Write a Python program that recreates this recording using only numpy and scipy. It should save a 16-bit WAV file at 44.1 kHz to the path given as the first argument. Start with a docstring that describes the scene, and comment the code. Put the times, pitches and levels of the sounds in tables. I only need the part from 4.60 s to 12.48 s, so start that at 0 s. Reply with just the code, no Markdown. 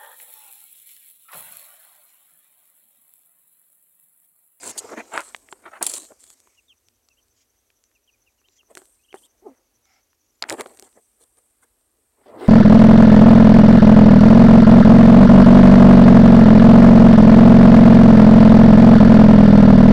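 """Ducklings and a shifting grip

Ducklings peep faintly (gliding whistles) in a backyard pen while an insect (ringing noise pulses)
chirps on a nearly steady beat, and once a low cluck sounds close by. The hand holding the phone shifts
its grip: skin drags over the case (grainy noise) and the case ticks (short rings).
Fingers near the microphone port lift the hiss around its resonance."""
import sys
import numpy as np
from scipy import signal
from scipy.fft import rfft, irfft, next_fast_len
from scipy.io import wavfile
from scipy.ndimage import uniform_filter1d, map_coordinates

SR = 44100
rng = np.random.default_rng(int(sys.argv[2]) if len(sys.argv) > 2 else 0)


def unload_wav(signal):
    """Save mono or channel-first audio to the path in sys.argv[1] as 16-bit WAV at rate SR, clipped to [-1, 1]."""
    wavfile.write(
        sys.argv[1],
        SR,
        np.round(np.clip(np.atleast_2d(signal).T, -1, 1) * 32767).astype(np.int16),
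    )


N = 347508

# Colour of the yard noise: pitch_hz, relative_level_db
YARD_COLOUR = [(15, -40), (45, -0.5), (110, -6.5), (167, -29.5), (230, -10), (400, -11.5), (700, -16.5),
               (2000, -21.5), (4500, -23.5), (7300, -24.5), (9400, -22), (10400, -23.5), (11500, -16),
               (13600, -25), (15800, -25), (16500, -42.5)]
YARD_DB = -71.5

# Dry rustles in the pen: start_s, hold_s, level_db
RUSTLES = [(2.78, 0.039, -64), (3.93, 0.05, -65), (5.26, 0.12, -74)]
# Level of the continuous mid-range rustling hiss, strongest at first and fading late: time_s, level_db
RUSTLING_HISS = [(.2, -52.5), (.7, -63.5), (.85, -70), (1.95, -68), (2.1, -81.5), (6.3, -76.5),
                 (6.6, -92.5), (7.88, -96.5)]
# Colour of the rustles and the rustling hiss: pitch_hz, relative_level_db
LITTER_COLOUR = [(1200, -29), (2200, -4), (3500, -10), (5500, -1), (7000, 2), (9000, -25)]
RUSTLE_RISE, RUSTLE_FALL = [340], [570]  # dB per second

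# Something hollow drags in the pen (one row): start_s, hold_s, level_db
SCRAPE = (5.275, 0.12, -66.5)
# Resonances of the hollow object: pitch_hz, width_hz, level_db
HOLLOW = [(742, 90, -2), (1350, 150, -4), (2185, 210, -1), (5400, 390, -6.5)]

# Loudness of the insect: time_s, level_db
INSECT_LEVEL = [(1.3, -81), (2.0, -71.5), (3.2, -71), (5.6, -72), (6.5, -74), (7.2, -95)]
# Beat of the insect: time_s, chirps_so_far
INSECT_BEAT = [(0, -.07), (3.2, 35.34), (5.6, 61.9), (6.45, 71.0), (7.9, 87.05)]
# Wing strokes in one chirp: place_cycles, width_cycles, level_db
STROKES = [(-.16, 0.06, -5), (0.04, 0.07, 1)]
# Resonances of the wing: pitch_hz, width_hz, level_db
WING = [(5800, 700, -1), (6250, 600, 0)]

# Peeps: start_s, length_s, start_pitch_hz, glide_pitch_hz, level_db
PEEPS = [(1.967, 0.037, 3080, 2380, -62), (2.079, 0.056, 3700, 2400, -56), (2.5, 0.032, 2750, 2450, -68),
         (2.569, 0.038, 2640, 3200, -68), (3.349, 0.028, 2900, 2280, -66), (3.474, 0.032, 3250, 2380, -63),
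         (3.529, 0.032, 2600, 2100, -71), (3.66, 0.039, 2950, 2100, -67), (3.777, 0.025, 3100, 2550, -74),
         (3.839, 0.03, 2550, 3100, -66), (3.981, 0.036, 3500, 2400, -60), (4.39, 0.03, 2450, 2600, -73),
         (4.428, 0.04, 2700, 3200, -69), (4.479, 0.05, 2680, 3150, -61), (4.552, 0.045, 2650, 3450, -63),
         (4.626, 0.044, 2780, 3600, -61)]
# Swell inside each peep, added to its level: share_of_length, change_db
PEEP_SWELL = [(0, -7), (.45, 1), (1, -8)]
# A rising peep climbs for this share of its length, then drops to this part of its top pitch
RISE_SHARE, DROP_TO = .62, .76
FULL_S = .034  # a rising peep this short or shorter (seconds) stops before its drop

# Soft low cluck close by: time_s, pitch_hz, level_db
CLUCK = [(4.825, 344.3, -54), (4.85, 447.6, -55), (4.869, 402, -32.5), (4.884, 303, -48), (4.919, 242, -51),
         (4.94, 250, -65.5)]

# The hand sweeps along the case: start_s, hold_s, level_db
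SWEEPS = [(7.672, 0.03, -64.5), (7.805, 0.0309, -53.5), (7.85, .03, -48)]
# Colour of the sweeping rush: pitch_hz, relative_level_db
SWEEP_COLOUR = [(1300, -8), (2050, -1), (2550, -8), (3300, -1), (5200, -8.5), (7000, -24.5)]

# The hand resting on the case between rubs: time_s, palm_drag_db, port_hiss_db
HAND = [(0, -59, -58), (.45, -53, -60.5), (.66, -61, -52.5), (.84, -67, -62), (1.2, -58.5, -66.5),
        (1.24, -46, -30.5), (1.45, -63.5, -48), (1.58, -72.5, -68.5), (1.85, -73.5, -66.5),
        (2.15, -91, -80), (4.05, -86, -86), (4.2, -64, -58), (4.45, -101, -72), (4.75, -77, -79),
        (4.93, -63, -77), (5.1, -84.5, -89), (5.81, -104, -91), (5.85, -46, -82), (5.9, -56, -54.5),
        (6.05, -54.5, -55.5), (6.3, -72, -64), (6.5, -85.5, -67.5), (7.48, -79.5, -71.5),
        (7.88, -41.5, -74)]
FINGER_REST_DB = -5  # fingers compared with the palm between rubs
# Rubs of skin on the case: start_s, hold_s, palm_db, finger_db, scratch_db
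RUBS = [(.033, .08, -44.5, -45, -35), (.16, 0.022, -48, -46, -67.5), (.179, 0.007, -51, -67, -26),
        (.192, 0.0041, -60, -66, -30), (.21, 0.11, -48, -52.5, -57.5), (.244, 0.0074, -36.5, -54.5, -54.5),
        (.312, 0.028, -38.5, -45.5, -55.5), (.376, 0.031, -39, -35, -50), (.54, .065, -37, -30, -44),
        (.61, 0.09, -65, -54.5, -48), (.915, 0.015, -67, -66.5, -50.5), (1.056, 0.03, -51, -45.5, -78),
        (1.136, 0.039, -61, -41.5, -64.5), (1.211, 0.014, -36.5, -34.5, -55.5),
        (1.227, 0.0032, -46, -37, -15.5), (1.266, 0.0037, -47.5, -40.5, -14),
        (1.295, 0.003, -48, -46.5, -25.5), (1.337, 0.0038, -43, -47.5, -23), (1.35, 0.031, -50, -52, -34.5),
        (1.41, 0.04, -56.5, -60.5, -52), (1.51, 0.0084, -49.5, -64, -62), (1.6, .14, -94, -71.5, -55.5),
        (4.108, 0.0079, -53, -59, -60.5), (4.168, 0.024, -52.5, -60.5, -55),
        (4.543, 0.016, -56.5, -55, -54.5), (4.57, 0.097, -66, -87, -58.5), (4.86, 0.033, -47.5, -89, -77),
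        (5.823, 0.002, -41.5, -40, -62.5), (5.886, 0.014, -52, -40.5, -42.5), (5.914, .004, -35, -35, -40),
        (5.924, 0.016, -29, -39.5, -42), (5.985, .003, -43.5, -56, -53.5), (5.996, 0.014, -31, -32.5, -43),
        (6.058, 0.0025, -40, -55.5, -69), (6.108, 0.0049, -50.5, -60, -76),
        (6.235, 0.04, -55, -67.5, -57.5), (6.375, 0.0033, -51.5, -62, -74), (6.61, 0.03, -66.5, -67, -56.5),
        (6.78, 0.0101, -65, -65, -59.5), (7.032, 0.008, -61, -64.5, -56.5), (7.59, 0.0375, -57.5, -89, -77),
        (7.659, 0.087, -46, -65.5, -76), (7.745, 0.19, -40.5, -74, -72), (7.81, 0.067, -39, -44.5, -59)]
RUB_RISE, RUB_FALL = [930, 710, 900], [860, 900, 2000]  # dB per second: palm, fingers, scratch
# A burst that starts this close to a tick sets in almost at once (dB per second, seconds)
SNAP_RISE, SNAP_WITHIN_S = 9000, .008
# Colour of the palm drag: pitch_hz, relative_level_db
PALM_COLOUR = [(40, -59), (110, -18), (165, -33.5), (220, -9.5), (350, -5.5), (600, -7.5), (1250, -21),
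               (2000, -59.5)]
# Colour of the finger rub: pitch_hz, relative_level_db
FINGER_COLOUR = [(400, -32), (650, 3), (1100, 3), (2100, -1.5), (2900, -12.5), (4500, -24.5), (6500, -55.5)]
# Colour of the fine scratch: pitch_hz, relative_level_db
SCRATCH_COLOUR = [(1650, -31), (3300, -9), (3750, -13), (4300, -6.5), (5100, -15), (7500, -3.5),
                  (10500, -10.5), (16000, -29.5)]
# Colour of the hiss at the microphone port: pitch_hz, relative_level_db
PORT_COLOUR = [(5500, -33.5), (6800, -12.5), (8200, -2.5), (9600, -7), (10400, -11), (11600, -7),
               (13500, -15), (16500, -31.5)]
# Fingers cover the port more or less and move its resonance: time_s, pitch_hz
COVER = [(0, 8130), (.18, 7856), (.35, 6496), (.62, 8410), (.87, 8004), (1.27, 9594), (1.45, 7710),
         (4.2, 8150), (4.62, 9060), (6.1, 8285), (7.1, 9200), (7.88, 8080)]
COVER_WIDTH_HZ = 930

# Ticks of the case, levels before the fixed boosts in ticks(): time_s, level_db, thud_over_tick_db, ring_hz
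TICKS = [(0.1778, -9.5, -38, 8100), (0.245, -48, -11, 1010), (0.454, -44, -22, 2500),
         (0.576, -9.5, -37.5, 1600), (.605, -16.5, -34, 8300), (0.7464, -17, -56, 1970),
         (0.7629, -24.5, -42, 8400), (.8867, -36, -14.5, 1850), (0.9255, -20.5, -12.5, 1230),
         (1.2097, -53, 4.5, 1900), (1.226, 6.5, -42, 9800), (1.2456, -14.5, -43, 8300),
         (1.2651, -2.5, -42, 9700), (1.2808, -15.5, -34.5, 9600), (1.295, -20, -26, 8700),
         (1.3153, -12, -40, 9600), (1.3367, -9, -50, 8500), (1.3828, -33, -35, 7750), (1.519, -41, 0, 1080),
         (1.6392, -26.5, -41, 8300), (1.7018, -24.5, -48, 7760), (1.8015, -32.5, -45, 8150),
         (1.872, -46.5, -9, 1023), (2.2845, -36, -41, 5290), (2.4864, -39, -41, 5330),
         (3.1018, -45.5, -34.5, 2410), (3.2386, -40, -35, 6500), (3.314, -55.5, -30, 2600),
         (3.815, -54.5, -7.5, 1386), (3.885, -45.5, -13.5, 3530), (4.031, -57, -7, 1210),
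         (4.151, -34, -11, 1890), (4.1514, -20, -36, 8200), (4.1712, -28.5, -7, 1710),
         (4.1717, -20.5, -38, 8050), (4.1774, -21, -41, 8250), (4.2167, -44.5, 1.5, 1630),
         (4.218, -36, -40, 8700), (4.2545, -34, -40, 9200), (4.5268, -34.5, -9, 2190),
         (4.541, -31, 6, 1270), (5.254, -44, -31, 5030), (5.53, -51, -24, 1592), (5.8236, -7, -51, 4300),
         (5.8382, -17, -43, 1780), (5.89, -23, -32, 2200), (5.897, -4.5, -30.5, 6740),
         (5.9037, -14.5, -32, 2040), (5.9051, -14.5, -44, 8600), (5.9239, -24, -1, 3660),
         (5.9245, -11, -45.5, 9100), (6.0081, -16.5, -15, 2020), (6.0087, -11.5, -42, 8700),
         (6.017, -18.5, -33, 9400), (6.0594, -29, -0.5, 1400), (6.0705, -31, -40, 8600),
         (6.096, -48.5, -30, 3500), (6.172, -30, -34, 8100), (6.189, -42, -5.5, 4020),
         (6.1959, -19, -25.5, 8850), (6.2243, -43.5, 5.5, 2980), (6.2237, -23, -40, 8600),
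         (6.2901, -41.5, -40, 8700), (6.327, -52.5, -32, 3960), (7.659, -54, 17, 998)]
# Low modes of the phone in the hand: pitch_hz, width_hz, level_db
CASE = [(383.3, 43, -0.5), (780, 67, -6.5)]
RATTLE_DB = -16.5  # rattle after a tick, compared with its slip
RING_WIDTH, UPPER_RATIO, UPPER_DB = 0.39, 3.1, -5  # width over pitch; second mode: pitch ratio, level

TOP_HZ = 16600


def amp(db):
    """Turn decibels into a gain."""
    return 10 ** (np.asarray(db) / 20)


def unit(x):
    """Scale to an average strength (rms) of 1."""
    return x / np.sqrt(np.mean(x ** 2) + 1e-20)


def curves(rows):
    """Draw straight lines between rows: one value per sample for each column after the time."""
    s, *columns = np.transpose(rows)
    return [np.interp(np.arange(N) / SR, s, column) for column in columns]


def wobble(rate):
    """A smooth random curve with this many random points a second."""
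    points = rng.standard_normal(int(N * rate / SR) + 4)
    return map_coordinates(points, [np.arange(N) * rate / SR])


def filtered(x, response):
    """Change the strength and phase of each frequency in x."""
    m = next_fast_len(N + SR // 2)  # spare room so that rings do not wrap around
    return irfft(rfft(x, m) * response(np.fft.rfftfreq(m, 1 / SR)), m)[..., :N]


def modes(table):
    """Response of a set of resonances that ring after each push, with alternating signs."""
    def response(f):
        total = 0
        for k, (center, width, db) in enumerate(table):
            resonance = 1j * f * width / (center * center - f * f + 1j * f * width)
            total = total + (-1) ** k * amp(db) * resonance
        return total
    return response


def grainy(colour, rate, grain_db, patchy_db, port_db=0, size=256):
    """Coloured noise of rms 1 whose source slips unevenly, favours shifting bands and rings the port."""
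    f, db = np.transpose(colour)
    grains = amp(grain_db * wobble(rate)) * rng.standard_normal(N)
    hz, t, z = signal.stft(grains, SR, nperseg=size)
    # Random band levels, smoothed over neighbouring bands and then over time
    bands = uniform_filter1d(rng.standard_normal(z.shape), size=2, axis=0)
    bands = uniform_filter1d(bands, size=7680 // size, axis=1)
    port_hz = np.interp(t, *np.transpose(COVER))
    port = np.exp(-.5 * ((hz[:, None] - port_hz) / COVER_WIDTH_HZ) ** 2)
    shaped = z * amp(patchy_db * unit(bands) + port_db * port)
    slips = signal.istft(shaped, nperseg=size)[1][:N]
    return unit(filtered(slips, lambda hz: amp(np.interp(np.log(hz + 1), np.log(f), db))))


def bursts(rows, rise, fall):
    """Power of each level column: every row sets in, holds and dies away at a steady dB rate."""
    t, power = np.arange(N) / SR, 1e-14
    for s, hold, *db in rows:
        snaps = min(abs(s - tick[0]) for tick in TICKS) < SNAP_WITHIN_S
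        onset = np.outer(np.maximum(rise, snaps * SNAP_RISE), np.maximum(s - t, 0))
        under_db = onset + np.outer(fall, np.maximum(t - s - hold, 0))
        power = power + amp(2 * np.array(db))[:, None] * amp(-2 * np.minimum(under_db, 150))
    return power


def yard():
    """Distant neighbourhood hum and the microphone's own hiss, made as one coloured noise."""
    return amp(YARD_DB) * grainy(YARD_COLOUR, rate=8, grain_db=.6, patchy_db=1)


def rustle():
    """Grainy noise in dry bursts over a continuous mid-range hiss that is strongest at the start."""
    power = bursts(RUSTLES, RUSTLE_RISE, RUSTLE_FALL)[0] + amp(curves(RUSTLING_HISS)[0]) ** 2
    return np.sqrt(power) * grainy(LITTER_COLOUR, rate=120, grain_db=2.5, patchy_db=3)


def scrape():
    """Dragging grit rings a hollow object."""
    grit = amp(1.6 * wobble(100)) * rng.standard_normal(N)
    level = np.sqrt(bursts([SCRAPE], RUSTLE_RISE, RUSTLE_FALL)[0])
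    return level * unit(filtered(grit, modes(HOLLOW)))


def insect():
    """Two wing strokes a chirp over a thin steady whirr; the teeth of the file ring the wing unevenly."""
    place = (curves(INSECT_BEAT)[0] + .5) % 1 - .5  # position in the chirp cycle, -0.5 to 0.5
    strokes = amp(-13)  # the whirr
    for at, width, db in STROKES:
        strokes = strokes + amp(db) * np.exp(-.5 * ((place - at) / width) ** 2)
    rung_once = filtered(rng.standard_normal(N), modes(WING))
    teeth = unit(filtered(rung_once, modes(WING)))
    return amp(curves(INSECT_LEVEL)[0] + 2.2 * wobble(14)) * strokes * teeth


def ducklings():
    """Each peep is a gliding whistle with a weak octave and a slight tremble, echoed by the pen."""
    out, tremble = np.zeros(N), wobble(220)
    for s, length, from_hz, to_hz, db in PEEPS:
        n = np.arange(round(s * SR), round((s + length) * SR))
        share = np.linspace(0, 1, len(n))
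        if to_hz > from_hz:
            end_hz = DROP_TO * to_hz if length > FULL_S else to_hz
            hz = np.interp(share, [0, RISE_SHARE, 1], [from_hz, to_hz, end_hz])
        else:
            hz = from_hz + (to_hz - from_hz) * share ** 1.25
        turn = 2 * np.pi * np.cumsum(hz * (1 + .016 * tremble[n])) / SR
        swell_db = np.interp(share, *np.transpose(PEEP_SWELL))
        edge = signal.windows.tukey(len(n), .25) * amp(db + swell_db)
        whistle = amp(2 * tremble[n]) * (np.sin(turn) + amp(-18) * np.sin(2 * turn))
        out[n] += np.sqrt(2) * edge * whistle
    t = np.arange(SR // 8) / SR
    pen = rng.standard_normal(len(t)) * amp(-60 * t / 0.05)  # echo falls 60 dB in 0.05 s
    echo = signal.fftconvolve(out, pen / np.linalg.norm(pen))[:N]
    return out + amp(-5) * echo


def cluck():
    """A muffled note that rises briefly, then falls, with two overtones and an unsteady pitch."""
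    hz, db = curves(CLUCK)
    start, end = CLUCK[0][0], CLUCK[-1][0]
    sounding = np.interp(np.arange(N) / SR, [start - .004, start, end, end + .004], [0, 1, 1, 0])
    turn = 2 * np.pi * np.cumsum(hz * (1 + 0.0349 * wobble(98))) / SR
    voice = np.sin(turn) + amp(-10.0) * np.cos(2 * turn) + amp(-25) * np.sin(3 * turn)
    return np.sqrt(2) * sounding * amp(db) * voice


def sweeps():
    """Skin slides fast along the case and makes a broad rush of fine slips."""
    level = np.sqrt(bursts(SWEEPS, RUSTLE_RISE, RUSTLE_FALL)[0])
    return level * grainy(SWEEP_COLOUR, rate=200, grain_db=3, patchy_db=3)


def grip():
    """Skin sticks and slips on the case: slow lumps under the palm, finer grains under the fingers."""
    drag_db, hiss_db = curves(HAND)
    resting = amp([drag_db, drag_db + FINGER_REST_DB, hiss_db]) ** 2
    palm_db, finger_db, scratch_db = 10 * np.log10(resting + bursts(RUBS, RUB_RISE, RUB_FALL))
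    palm = amp(palm_db) * grainy(PALM_COLOUR, rate=60, grain_db=2.2, patchy_db=3, size=1024)
    fingers = amp(finger_db) * grainy(FINGER_COLOUR, rate=150, grain_db=3, patchy_db=3.5, size=512)
    # A light touch mostly sounds the port, a hard one the whole case
    hard = 1 / (1 + amp(2.5 * (-55 - scratch_db)))
    rasp = grainy(SCRATCH_COLOUR, rate=500, grain_db=3.5, patchy_db=4, port_db=7)
    hiss = grainy(PORT_COLOUR, rate=250, grain_db=1.5, patchy_db=2.5, port_db=7)
    scratch = amp(scratch_db) * (np.sqrt(hard) * rasp + np.sqrt(1 - hard) * hiss)
    # Stray grit lets go more often under a hard touch; its strength follows the scratch within limits
    lets_go = rng.random(N) < (24 + 90 * hard) / SR
    grit = lets_go * amp(rng.normal(0, 4, N))
    grit_level = amp(np.clip(scratch_db, -72, -36) + 19)
    specks = filtered(grit * grit_level, modes([(3500, 3000, -3), (8300, 3000, 0)]))
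    return palm + fingers + scratch + specks


def ring(t, hz, width_hz):
    """A struck spot rings at one pitch; a wider resonance dies sooner."""
    return np.exp(-np.pi * width_hz * t) * np.sin(2 * np.pi * hz * t)


def ticks():
    """One sharp slip rings its spot on the shell, pushes the low modes and leaves a short rattle."""
    out, pushes, t = np.zeros(N + SR), np.zeros(N), np.arange(SR // 40) / SR
    shakes = rng.standard_normal((len(TICKS), len(t)))
    for (s, db, thud_db, hz), shake in zip(TICKS, shakes):
        n = round((s + .001) * SR)  # the slip comes 1 ms after the listed time
        slip = amp(RATTLE_DB - 60 * t / 0.0083) * shake
        slip[0] = 1
        upper_hz = min(UPPER_RATIO * hz, 11000)
        upper = amp(UPPER_DB) * ring(t, upper_hz, 0.85 * upper_hz)
        shell = ring(t, hz, RING_WIDTH * hz) - upper
        out[n:n + len(t)] += amp(db + 4) * signal.fftconvolve(slip, shell)[:len(t)]
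        pushes[n] = amp(db + thud_db + 40.5)
    # Soften the shell sound below 500 Hz and above 9000 Hz
    shells = filtered(out[:N], lambda f: 1j * f / (500 + 1j * f) / (1 + 1j * f / 9000))
    return shells + filtered(pushes, modes(CASE))


def scene():
    """Everything adds up at one microphone."""
    background = yard() + rustle() + scrape() + insect()
    birds = ducklings() + cluck()
    handling = sweeps() + grip() + ticks()
    return (background + birds + handling)[None]


def record(dry):
    """The loudest snaps are rounded off; nothing is kept above the band limit."""
    rounded = dry / (1 + np.abs(dry / .62) ** 4) ** .25
    return filtered(rounded, lambda hz: hz < TOP_HZ)


dry = scene()
out = record(dry)
unload_wav(out)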